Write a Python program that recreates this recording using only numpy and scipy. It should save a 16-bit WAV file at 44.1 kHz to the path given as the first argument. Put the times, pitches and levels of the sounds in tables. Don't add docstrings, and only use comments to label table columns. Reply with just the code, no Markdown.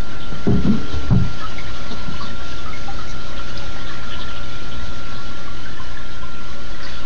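import sys
import numpy as np
from scipy import signal
from scipy.fft import rfft, irfft, next_fast_len
from scipy.io import wavfile
from scipy.ndimage import uniform_filter1d, minimum_filter1d, map_coordinates

SR = 44100
rng = np.random.default_rng(int(sys.argv[2]) if len(sys.argv) > 2 else 0)


def master(y):
    cut = np.clip(np.atleast_2d(y).T, -1, 1)
    pcm = np.round(cut * 32767)
    wavfile.write(sys.argv[1], SR, pcm.astype(np.int16))


N = 310905

# frequency in Hz, relative level in dB.
ROOM_SPECTRUM = [(15, -17.5), (28, -3.5), (70, -4), (110, -10), (150, -14.5), (220, -12), (300, -15.5),
                 (430, -21), (800, -19.5), (2000, -50)]
# frequency in Hz, seconds to fall 60 dB.
WALL_DECAY = [(200, 0.15), (1200, .18), (7000, .16)]
# time in seconds, gain in dB.
PUMP_NEARNESS = [(0, -0.5), (2.7, 1.1), (4.2, 1), (4.9, 1), (6.1, -2), (7.05, 0)]
# multiple of the mains frequency, level in dB.
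PUMP_HARMONICS = [(1, -40.5), (2, -40), (3, -45), (4, -44.5), (5, -61.5), (6, -47.5), (9, -52), (10, -52),
                  (12, -60.5), (17, -63.5), (22, -52.5), (23, -39.5), (24, -48.5), (25, -55.5)]
# centre in Hz, half-width in Hz, level in dB.
PUMP_RESONANCES = [(28, 9.1, -37.5), (57, 23, -45.5), (89, 18, -48.5), (325.5, 17, -50.5), (566, 10, -51),
                   (1705, 5.7, -63)]
# start in seconds, level in dB, pitch in Hz, knock against body in dB.
BUMP_EVENTS = [(.32, -23, 154, -4.5), (.468, -5.5, 267, -17.5), (0.479, -7.5, 123, -18),
               (.512, -9.5, 175, -16.5), (.545, -15, 64.7, -22.5), (0.646, -12, 191, -25),
               (.664, -5.5, 201, -20.5), (.70, -8, 180, -26.5), (.729, -20, 253, -10.5),
               (0.931, -14.5, 65, -20), (1.085, -6, 33.3, -36), (1.105, -2, 138.7, -16.5),
               (1.131, -13.5, 233, -26.5), (1.149, -9, 107, -29.5), (1.907, -25.5, 251, 0),
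               (2.08, -21, 178, -12.5), (2.221, -30.5, 220, -20)]
# frequency in Hz, relative level in dB, seconds to fall 60 dB.
TANK_MODES = [(32, 2, 0.43), (71.5, 2, 0.49), (102, 1, 0.29), (123.5, 2, .28), (154.7, -5, 0.45),
              (182.5, 0.5, 0.38), (207.4, 1, 0.22), (226.3, 1.5, 0.18), (257.5, -8, 0.41),
              (335, -18.5, 0.35), (405.3, 0.5, 0.42), (453, -14, 0.42), (698, 6, 0.34)]
# frequency in Hz, relative level in dB.
KNOCK_SPECTRUM = [(200, -5), (410, 0.5), (500, -8.5), (800, -8), (1400, -13), (2500, -34.5), (6000, -49)]
# centre in Hz, half-width in Hz, level in dB.
LINGER_RESONANCES = [(280, 19, -35.5), (437, 45, -41.5)]
# start in seconds, bubble pitch in Hz, level in dB.
SPATTER_EVENTS = [(.198, 3400, -28.5), (0.899, 3500, -28), (1.733, 3130, -27), (1.892, 3830, -24),
                  (2.142, 3000, -26), (2.202, 4250, -27), (3.073, 5900, -30), (3.356, 3200, -26),
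                  (3.63, 3870, -31), (3.857, 3480, -24.5), (4.102, 2950, -22), (4.195, 3550, -21.5),
                  (4.283, 3000, -29.5), (4.345, 3010, -27), (4.705, 3270, -28.5), (5.142, 3680, -28),
                  (6.82, 4740, -27.5), (6.929, 3330, -29.5)]
# start in seconds, pitch in Hz, level in dB.
PLINK_EVENTS = [(1.402, 1680, -27), (1.413, 1300, -27.5), (1.437, 1300, -23), (1.583, 2160, -23),
                (2.078, 775, -37), (2.205, 1106, -27.5), (2.218, 1110, -28.5), (2.659, 1276, -26),
                (2.683, 1275, -27.5), (2.731, 2140, -26), (2.88, 786, -32), (2.985, 1290, -28),
                (3.074, 2150, -30), (3.392, 1340, -28), (3.62, 857, -37), (3.762, 768, -34),
                (3.892, 1700, -29), (4.118, 1710, -27.5), (4.187, 1020, -33.5), (5.185, 1117, -31),
                (5.476, 1135, -31), (5.656, 1535, -31.5), (5.789, 1030, -29), (5.969, 1670, -32),
                (6.226, 1018, -34)]
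# frequency in Hz, relative level in dB.
WATER_SPECTRUM = [(350, -8), (600, -9.5), (900, -7.5), (1200, -7), (1700, -2), (2100, -4.5), (2450, -3.5),
                  (3200, 1), (4200, 1.5), (5300, -3), (6500, -4.5), (7100, -19)]
# time in seconds, level in dB.
OUTFLOW = [(.03, -44.5), (.25, -42), (.95, -38), (1.15, -40), (1.5, -38), (2.4, -39.5), (3.0, -39.5),
           (3.5, -38.5), (4.5, -40), (5.0, -39.5), (5.6, -42), (6.3, -43.5), (6.7, -43), (6.92, -35.5),
           (7.05, -43.5)]

MAINS_HZ = 60.01
TIME = np.arange(N) / SR


def amp(db):
    return 10 ** (np.asarray(db) / 20)


def unit(x):
    return x / np.sqrt(np.mean(x ** 2) + 1e-20)


def along(points, hz):
    freqs, values = np.transpose(points)
    return np.interp(np.log(hz + 1), np.log(freqs + 1), values)


def curve(points):
    return np.interp(TIME, *np.transpose(points))


def wobble(rate):
    knots = rng.standard_normal(int(N * rate / SR) + 4)
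    return map_coordinates(knots, [np.arange(N) * rate / SR])


def filtered(x, response):
    size = next_fast_len(len(x) + 8192)
    return irfft(rfft(x, size) * response(np.fft.rfftfreq(size, 1 / SR)), size)[:len(x)]


def noise(response):
    return unit(filtered(rng.standard_normal(N), response))


def burst(t, response, t60):
    return filtered(rng.standard_normal(len(t)), response) * amp(-60 * t / t60)


def add(track, start, sound):
    part = track[max(round(start * SR), 0):][:len(sound)]
    part += sound[:len(part)]


def resonances(table):
    return sum(amp(db) * noise(lambda hz: 1 / (1 + ((hz - centre) / width) ** 2))
               for centre, width, db in table)


def room(x, wet_db):
    out, block = x.copy(), SR // 3
    for start in range(0, N, block):
        hz, t, spectrum = signal.stft(rng.standard_normal(block), SR, nperseg=256)
        decay = amp(-60 * t / along(WALL_DECAY, hz)[:, None])
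        tail = signal.istft(spectrum * decay, SR, nperseg=256)[1]
        reverb = signal.fftconvolve(x[start:start + block], tail / np.linalg.norm(tail))
        add(out, start / SR, amp(wet_db) * reverb)
    return out


def room_tone(sag_db_per_s=0.55):
    level_db = -35 - sag_db_per_s * TIME + 0.62 * curve(PUMP_NEARNESS) + 0.52 * wobble(4.4)
    return amp(level_db) * noise(lambda hz: amp(along(ROOM_SPECTRUM, hz)))


def pump():
    mains_phase = 2 * np.pi * MAINS_HZ * TIME
    hum = np.zeros(N)
    for k, db in PUMP_HARMONICS:
        lag = np.pi * k ** 2 / 2 + 5 / k
        hum += amp(db + 0.95 * wobble(2.86)) * np.sin(k * mains_phase - lag + 0.034 * wobble(9.7))
    return amp(curve(PUMP_NEARNESS)) * (hum + resonances(PUMP_RESONANCES))


def lingering_ring(start=0.57, rise_s=0.03, hold_s=0.48, sag_db_per_s=10.5, damped_t60=0.12):
    age = np.maximum(TIME - start, 0)
    fade_db = sag_db_per_s * age + 60 * np.maximum(age - hold_s, 0) / damped_t60
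    return (1 - np.exp(-age / rise_s)) * amp(4 - fade_db) * resonances(LINGER_RESONANCES)


def bumps(thud_db=-6, rise_cycles=0.62, knock_rise_s=0.002):
    out, t = np.zeros(N), np.arange(SR // 2) / SR
    for start, db, pitch_hz, knock_db in BUMP_EVENTS:
        contact = lambda hz: 1 / (1 + (2.03 * np.log((hz + 1) / pitch_hz)) ** 2) ** 2
        ring = np.zeros(len(t))
        for hz, mode_db, t60 in TANK_MODES:
            envelope = contact(hz) * amp(mode_db + rng.standard_normal() - 60 * t / t60)
            ring += envelope * np.sin(2 * np.pi * hz * t + rng.uniform(0, 2 * np.pi))
        thud = burst(t, contact, t60=0.33)
        knock = burst(t, lambda hz: amp(along(KNOCK_SPECTRUM, hz)), t60=0.17)
        knock = amp(knock_db) * unit(knock) * (1 - np.exp(-t / knock_rise_s))
        body = (unit(ring) + amp(thud_db) * unit(thud)) * (1 - np.exp(-t * pitch_hz / rise_cycles))
        add(out, start, amp(db - 16) * unit(body + knock))
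    return out


def drop_snap(start=3.576, centre_hz=4700, width_hz=450, peak_db=-20.5):
    out, t = np.zeros(N), np.arange(SR // 16) / SR
    crack = burst(t, lambda hz: 1 / (1 + ((hz - centre_hz) / width_hz) ** 2), t60=0.025)
    add(out, start, amp(peak_db) * crack / np.abs(crack).max())
    return room(out, wet_db=-14)


def bubbles(starts, hz, strength, cycles, rise, onset_s):
    t = np.arange(SR // 16) / SR
    age = t * hz[:, None] / cycles
    climb = 1 + rise * np.minimum(age, 1) / 2
    ring = np.sin(2 * np.pi * hz[:, None] * t * climb) * amp(-60 * age)
    ring *= 1 - np.exp(-(t / onset_s) ** 2)
    samples = (starts[:, None] * SR).astype(int) + np.arange(len(t))
    return np.bincount(samples.ravel(), (strength[:, None] * ring).ravel(), N)[:N]


def spatters(count=20, length_s=0.045, pitch_spread=0.07):
    out = np.zeros(N)
    for start, hz, db in SPATTER_EVENTS:
        starts = start + length_s * rng.beta(2, 2, count)
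        pitches = hz * np.exp(pitch_spread * rng.standard_normal(count))
        cluster = bubbles(starts, pitches, np.ones(count), cycles=35, rise=0.032, onset_s=0.00057)
        out += amp(db - 3) * cluster / np.abs(cluster).max()
    return room(out, wet_db=-1.5)


def plinks():
    starts, hz, db = np.transpose(PLINK_EVENTS)
    return room(bubbles(starts, hz, amp(db + 2), cycles=75, rise=0.064, onset_s=0.0017), wet_db=2)


def swarm(low_hz, high_hz, unevenness, cycles, count):
    when, pitch, rank = rng.random((count, 3)).T
    hz = low_hz * (high_hz / low_hz) ** pitch
    strength = amp(-unevenness * np.log(rank + 0.21))
    return unit(bubbles(when * N / SR, hz, strength, cycles, rise=0.15, onset_s=0.0029))


def trickle(crossover_hz=2500, low_cut_hz=300):
    colour = lambda hz: amp(along(WATER_SPECTRUM, hz)) / np.sqrt(1 + (low_cut_hz / (hz + 1)) ** 4)
    treble_share = lambda hz: 1 / (1 + (crossover_hz / (hz + 1)) ** 8)
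    large = room(swarm(949, 2600, unevenness=5, cycles=55, count=1400), wet_db=2)
    small = room(swarm(2753, 7000, unevenness=6.5, cycles=60, count=2600), wet_db=7.5)
    low_wash = noise(lambda hz: colour(hz) * np.sqrt(1 - treble_share(hz)))
    high_wash = amp(-3 + wobble(22)) * noise(lambda hz: colour(hz) * np.sqrt(treble_share(hz)))
    gurgle = unit(filtered(large, colour)) + low_wash
    splash = amp(-4) * unit(filtered(small, colour)) + high_wash
    flow_db = curve(OUTFLOW)
    swing_db = flow_db - flow_db.mean()
    gurgle_db = -3.5 + 0.6 * swing_db + 0.6 * wobble(12)
    splash_db = -1.5 + 0.73 * swing_db + 0.54 * wobble(9.4)
    splutter_db = 0.5 * wobble(23.77)
    return amp(flow_db.mean() + splutter_db) * (amp(gurgle_db) * gurgle + amp(splash_db) * splash)


def scene():
    background = room_tone()
    water = trickle() + plinks() + spatters() + drop_snap()
    return (background + water + pump() + bumps() + lingering_ring())[None]


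def record(dry, offset=-0.32, ceiling=0.62, hold_s=0.0096, top_hz=7200):
    x = dry[0] + offset
    span = int(hold_s * SR)
    needed_gain = np.minimum(1, ceiling / (np.abs(x) + 1e-9))
    gain = uniform_filter1d(minimum_filter1d(needed_gain, span), span)
    treble_cut = lambda hz: 1 / np.sqrt(1 + (hz / top_hz) ** 160)
    return (filtered(x * gain - offset, treble_cut) + offset)[None]


dry = scene()
out = record(dry)
master(out)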